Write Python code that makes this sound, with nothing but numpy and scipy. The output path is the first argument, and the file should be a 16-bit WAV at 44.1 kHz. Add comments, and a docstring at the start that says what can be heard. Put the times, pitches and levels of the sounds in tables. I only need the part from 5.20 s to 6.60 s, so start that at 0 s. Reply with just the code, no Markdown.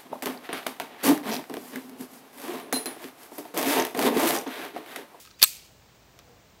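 """A pistol at an outdoor range, over quiet open air with a low distant hum: shaped noise and one sine.
First the grassy bank still scatters an earlier clack, as fading noise, while the steel ticks under the hand.
Then the slide squeaks, rubs along its rails and slams shut: noise bursts and ringing modes that overload
the microphone. The ground echoes the slam softly, the bank returns a wash of noise and a later, duller echo.
Last a sleeve rustles, steel clicks faintly and a magazine knocks on a wooden table, a sum of dying sines."""
import sys
import numpy as np
from scipy import signal
from scipy.fft import rfft, irfft
from scipy.io import wavfile

SR = 44100
rng = np.random.default_rng(int(sys.argv[2]) if len(sys.argv) > 2 else 0)


def digitize_waveform(pressure):
    """Quantize a signal to 16-bit integers and store it at the path in sys.argv[1].

    Rows of a 2-D input are taken as channels; values are limited to [-1, 1].
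    """
    field = np.atleast_2d(pressure).T
    bounded = np.clip(field, -1, 1)
    quanta = np.round(bounded * 32767).astype(np.int16)
    wavfile.write(sys.argv[1], SR, quanta)


N = 61740  # length in samples

# Quiet outdoor air. Each row: frequency in Hz, relative level in dB per Hz.
AIR_SPECTRUM = [(30, -26), (45, -3), (75, 1), (120, 2.5), (180, -3), (400, -6.5), (800, -11), (1250, -15.5),
                (3000, -19.5), (7000, -23.5), (8500, -28), (9400, -34.5), (12400, -34.5), (14000, -27.5),
                (15500, -25)]
# Slow swell of the air. Each row: time in seconds, change of level in dB.
AIR_SWELL = [(0, -0.5), (0.2, -0.5), (0.55, 1), (1.0, 1.5), (1.4, 1)]
AIR_DB = -55  # rms before the swell
HUM_HZ, HUM_DB = 54, -62

# Colour of the earlier clack's scatter. Each row: frequency in Hz, relative level in dB per Hz.
EARLIER_SPECTRUM = [(300, -23.5), (1500, -9), (2500, -3), (7000, 0.5), (9500, -4), (15000, -0.5)]
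EARLIER_DB = -45.5

# Magazine on the table. Each row: start in seconds, level in dB.
KNOCKS = [(1.078, -56), (1.096, -46)]
# Modes of the wooden top. Each row: frequency in Hz, relative level in dB, 60 dB decay in seconds.
TABLE_MODES = [(282.5, -21, .08), (478.5, -0.5, 0.28), (775, -3, 0.03)]
# Cloth of the sleeve. Each row: frequency in Hz, relative level in dB per Hz.
RUSTLE_SPECTRUM = [(80, -4), (250, 5), (700, 7), (1500, -8.5), (5000, -47), (15000, -32)]
RUSTLE_S, RUSTLE_WIDTH_S, RUSTLE_DB = 1.07, 0.23, -60.5  # centre, half width to 1/e, peak rms

# Scatter from the grassy bank. Each row: frequency in Hz, relative level in dB per Hz.
BANK_SPECTRUM = [(100, -32), (600, -23.5), (1200, -15), (1800, -11), (2300, 1), (3500, -1.5), (4450, 2.5),
                 (5400, -1), (7000, 2), (8300, 1.5), (9600, -3.5), (11300, 1), (14000, 0.5), (15700, -2.5)]
BANK_DB, BANK_RISE_S, BANK_HOLD_S = -23, .028, .045  # the hold counts from the sound, rise included
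BANK_T60_S, BANK_TREBLE_T60_S = 0.6, .33
BANK_GRAIN_DB, BANK_GRAINS_PER_S = 1.5, 350
BANK_RING_DB, BANK_RING_T60_S = -27.5, 0.47
# the far echo and the trees are set against the bank's peak
FAR_ECHO_S, FAR_ECHO_WIDTH_S, FAR_ECHO_DB, FAR_TREBLE_DB = .222, 0.016, -16.5, -7.5
TREES_DB, TREES_T60_S = -19, .9  # fainter, longer scatter from further off

# The slide rubs along its rails. Each row: time in seconds, level in dB.
RUB_LEVEL = [(0.186, -63.5), (0.195, -48), (0.210, -50), (0.216, -46.5), (0.222, -29.5), (0.227, -32.5),
             (0.230, -70.5)]
# Colour of the rub. Each row: frequency in Hz, relative level in dB per Hz.
RUB_SPECTRUM = [(200, -28), (1200, -11), (2300, 0), (4300, -7), (7000, -6.5), (10000, -15), (15000, -10)]
RUB_GRAIN_DB, RUB_GRAINS_PER_S = 2.0, 900
# Faint squeak as the slide starts to move. Each row: time in seconds, pitch in Hz, level in dB.
SQUEAK = [(0.134, 3650, -70), (0.145, 3900, -57), (0.156, 4250, -70), (0.17, 4850, -63.5),
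          (0.182, 4750, -60), (0.191, 4590, -66.5)]
SQUEAK_ROUGH = .025  # pitch wobble, as a fraction of the pitch

# Steel contacts of the slide, with the slam's soft, diffuse echo off the ground at 0.235 and 0.236.
# Each row: start in seconds, relative level in dB, treble lift in dB, thud lift in dB (weighted in
# steel()), 60 dB decay of the clatter in seconds, relative level of the ringing modes in dB,
# pitch in Hz near which they ring most.
CLACKS = [(0.2146, -32, -7, -2, .02, -3, 3400), (0.2177, -17.5, -8, -8.5, .016, -3.5, 3430),
          (0.2188, -14, -8, -3.5, .014, 1.5, 3700), (0.2272, -0.5, 3.5, -4, .017, 2, 4800),
          (0.2350, -18, 3, 6, .022, 2, 2450), (0.2360, -18.5, -7, 1, .016, 6.5, 3200),
          (0.2388, -6.5, 6, -0.5, 0.017, -2.5, 11300), (0.2428, -20.5, 4, -4.5, .010, -5.5, 11340),
          (0.2448, -16.5, -8, 4, .011, -6, 11340)]
# Light handling ticks. 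Each row: start in seconds, relative level in dB, treble lift in dB,
# thud lift in dB, clatter decay in seconds, ringing modes in dB, favoured pitch in Hz.
TICKS = [(0.0515, -51, -10.5, 12, 0.023, -1.5, 2496), (0.0615, -45, -20, 3, 0.026, -0.5, 2587),
         (0.0740, -53, -13.5, 8, .025, 6.5, 1414), (0.1070, -52, -13, 1, .02, 1, 1400),
         (0.1115, -47, -17, -0.5, .02, 10, 1407), (0.1972, -33, -10, -13, .016, 6, 2400),
         (0.9900, -42.5, -10.5, 3.5, 0.019, 0, 5930), (0.9975, -50, -28, 1, .03, 1.5, 3200)]
# Ringing of slide and barrel. Each row: frequency in Hz, relative level in dB, 60 dB decay in seconds.
STEEL_MODES = [(1061, -25, .04), (1268, -20, .05), (1608, -21, .045), (2448, -18, .035),
               (2576, -20.5, 0.035), (3623, -14, .014), (4263, -27, 0.078), (4473, -15.5, .03),
               (4910, -15.5, .016), (5840, -15.5, .02), (8116, -21, 0.053), (8650, -16.5, 0.032),
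               (11370, -14, .036), (11360, -24.5, .036), (11700, -24.5, 0.011), (14425, -19, 0.021)]
# Dense short-lived modes of the whole gun. Each row: frequency in Hz, relative level in dB per Hz.
CLATTER_SPECTRUM = [(100, -40), (400, -27.5), (800, -12), (1300, -14.5), (2000, -6.5), (2700, -5.5),
                    (3700, 0.5), (4900, -4), (6800, -7), (8500, -10.5), (9600, -9.5), (12000, 0),
                    (14000, -6), (16000, -10)]
TREBLE_HZ, THUD_HZ = 7100, 1900
CLATTER_DB, CRACK_DB, CRACK_T60_S = -5.5, 3.5, .0045
FOCUS_DB, FOCUS_OCTAVES = 9, .35  # lift of the modes near the favoured pitch
MODE_SPREAD_DB = 3.5  # chance spread of the modes, standard deviation
BODY_CUT_HZ = 600  # the small gun radiates little bass

OVERLOAD = 1.05  # ceiling of the soft clipping
BASS_SHELF_DB, BASS_SHELF_HZ = -5.5, 800  # the microphone is lean in the bass
CUTOFF_HZ = 15750


def from_db(db):
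    """Decibels to gain."""
    return 10 ** (np.asarray(db) / 20)


def dying(t, t60):
    """Exponential decay from 1, down 60 dB after t60 seconds."""
    return from_db(-60 * t / max(t60, 1e-3))


def noise(spectrum):
    """Noise of rms 1 with the given spectrum, empty below 20 Hz."""
    hz, db = np.transpose(spectrum)
    f = np.maximum(np.fft.rfftfreq(N, 1 / SR), 1)
    gain = from_db(np.interp(np.log(f), np.log(hz), db)) * (f > 20)
    x = irfft(rfft(rng.standard_normal(N)) * gain, N)
    return x / x.std()


def above(f, hz):
    """Smooth step from 0 to 1 around a frequency."""
    return 1 / (1 + (hz / np.maximum(f, 1)) ** 6)


def split(x):
    """The body and the treble of a sound."""
    treble = irfft(rfft(x) * above(np.fft.rfftfreq(N, 1 / SR), TREBLE_HZ), N)
    return x - treble, treble


def flutter(rate):
    """Random wobble with about `rate` new values a second."""
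    return np.interp(np.arange(N) / SR * rate, np.arange(N), rng.standard_normal(N))


def add(out, s, x):
    """Mix a sound in from time s."""
    i = max(int(s * SR), 0)
    out[i:i + len(x)] += x[:N - i]


def air():
    """Quiet outdoor hiss, slowly swelling noise, with a low distant hum."""
    t = np.arange(N) / SR
    swell_db = np.interp(t, *np.transpose(AIR_SWELL))
    hiss = from_db(AIR_DB + swell_db) * noise(AIR_SPECTRUM)
    return hiss + from_db(HUM_DB) * np.sin(2 * np.pi * HUM_HZ * t)


def earlier_scatter():
    """The bank still rings from the slide being pulled back; its treble dies faster than its body."""
    t = np.arange(N) / SR
    body, treble = split(noise(EARLIER_SPECTRUM))
    return from_db(EARLIER_DB) * (body * dying(t, BANK_T60_S) + treble * dying(t, BANK_TREBLE_T60_S))


def table():
    """A sleeve rustles as a swell of noise, and the magazine's bumps set the wooden top's modes ringing."""
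    t = np.arange(N) / SR
    swell = np.exp(-((t - RUSTLE_S) / RUSTLE_WIDTH_S) ** 2)
    out = from_db(RUSTLE_DB) * noise(RUSTLE_SPECTRUM) * swell
    wood = sum(from_db(db) * np.sin(2 * np.pi * hz * t) * dying(t, t60) for hz, db, t60 in TABLE_MODES)
    for s, db in KNOCKS:
        add(out, s, from_db(db) * wood)
    return out


def bank(x):
    """Countless leaves return the sound's energy as a wash whose treble dies first, with one dull far echo."""
    t, out = np.arange(N) / SR, 0
    echo = from_db(FAR_ECHO_DB) * np.exp(-((t - FAR_ECHO_S) / FAR_ECHO_WIDTH_S) ** 2)
    trees = from_db(TREES_DB) * dying(t, TREES_T60_S)
    body, treble = split(noise(BANK_SPECTRUM))
    dull_echo = echo * from_db(FAR_TREBLE_DB)
    for wash, t60, far in ((body, BANK_T60_S, echo), (treble, BANK_TREBLE_T60_S, dull_echo)):
        near = np.minimum(t / BANK_RISE_S, 1) * dying(np.maximum(t - BANK_HOLD_S, 0), t60)
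        returns = near ** 2 + far ** 2 + trees ** 2
        # random paths add in energy, so the squared sound is spread over the return times
        energy = signal.fftconvolve(x ** 2, returns / returns.sum())[:N]
        out = out + wash * np.sqrt(np.abs(energy))
    return from_db(BANK_DB + BANK_GRAIN_DB * flutter(BANK_GRAINS_PER_S)) * out


def returned_ring(ring):
    """A little of the steel's pitch survives in the scatter: the ring convolved with dying noise."""
    response = noise(BANK_SPECTRUM) * dying(np.arange(N) / SR, BANK_RING_T60_S)
    return from_db(BANK_RING_DB) * signal.fftconvolve(ring, response / np.linalg.norm(response))[:N]


def rails():
    """Steel squeaks thinly with a rough pitch, then rubs with a grainy hiss that builds into the slam."""
    t = np.arange(N) / SR
    rub_db = np.interp(t, *np.transpose(RUB_LEVEL), left=-np.inf, right=-np.inf)
    rub = from_db(rub_db + RUB_GRAIN_DB * flutter(RUB_GRAINS_PER_S)) * noise(RUB_SPECTRUM)
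    s, hz, db = np.transpose(SQUEAK)
    pitch = np.interp(t, s, hz) * (1 + SQUEAK_ROUGH * flutter(RUB_GRAINS_PER_S))
    squeak_level = np.interp(t, s, from_db(db), left=0, right=0)
    return rub + squeak_level * np.sin(2 * np.pi * np.cumsum(pitch) / SR)


def steel(strikes):
    """Each contact, or its ground echo, is a crack, a clatter of dense modes and a ring; (clatter, ring)."""
    clatter, ring = np.zeros((2, N))
    t, f = np.arange(N // 4) / SR, np.fft.rfftfreq(N, 1 / SR)
    for s, db, treble_db, thud_db, t60, ring_db, focus_hz in strikes:
        # the thud lift counts 1.5 times below THUD_HZ and half above it
        colour = from_db(treble_db * above(f, TREBLE_HZ) + thud_db * (1.5 - above(f, THUD_HZ)))
        burst = irfft(rfft(noise(CLATTER_SPECTRUM)) * colour, N)[:len(t)]
        clatter_decay = from_db(db + CLATTER_DB) * dying(t, t60)
        crack_decay = from_db(db + CRACK_DB) * dying(t, CRACK_T60_S)
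        add(clatter, s, burst * (clatter_decay + crack_decay))
        chances = rng.standard_normal(len(STEEL_MODES))
        for k, ((hz, mode_db, ring_s), chance) in enumerate(zip(STEEL_MODES, chances)):
            lift_db = FOCUS_DB * np.exp(-(np.log2(hz / focus_hz) / FOCUS_OCTAVES) ** 2)
            level_db = db + mode_db + ring_db + lift_db + MODE_SPREAD_DB * chance
            level = (-1) ** k * from_db(level_db) * np.interp(hz, f, colour)  # alternate polarity
            add(ring, s, level * np.sin(2 * np.pi * hz * t) * dying(t, ring_s))
    return clatter, ring


def scene():
    """The air, the table, the pistol and its scatter."""
    clatter, ring = steel(CLACKS + TICKS)
    body_cut = signal.butter(2, BODY_CUT_HZ, "high", fs=SR, output="sos")
    pistol = signal.sosfilt(body_cut, clatter + ring + rails())
    scatter = bank(pistol) + returned_ring(ring) + earlier_scatter()
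    return (air() + table() + scatter + pistol)[None]


def record(dry):
    """The slam overloads the microphone, which clips softly; the bass is thinned and the top is cut."""
    clipped = OVERLOAD * dry / (OVERLOAD ** 4 + dry ** 4) ** .25
    bass = signal.sosfilt(signal.butter(1, BASS_SHELF_HZ, fs=SR, output="sos"), clipped)
    lean = clipped + (from_db(BASS_SHELF_DB) - 1) * bass
    return signal.sosfilt(signal.ellip(10, .2, 70, CUTOFF_HZ, fs=SR, output="sos"), lean)


dry = scene()
out = record(dry)
digitize_waveform(out)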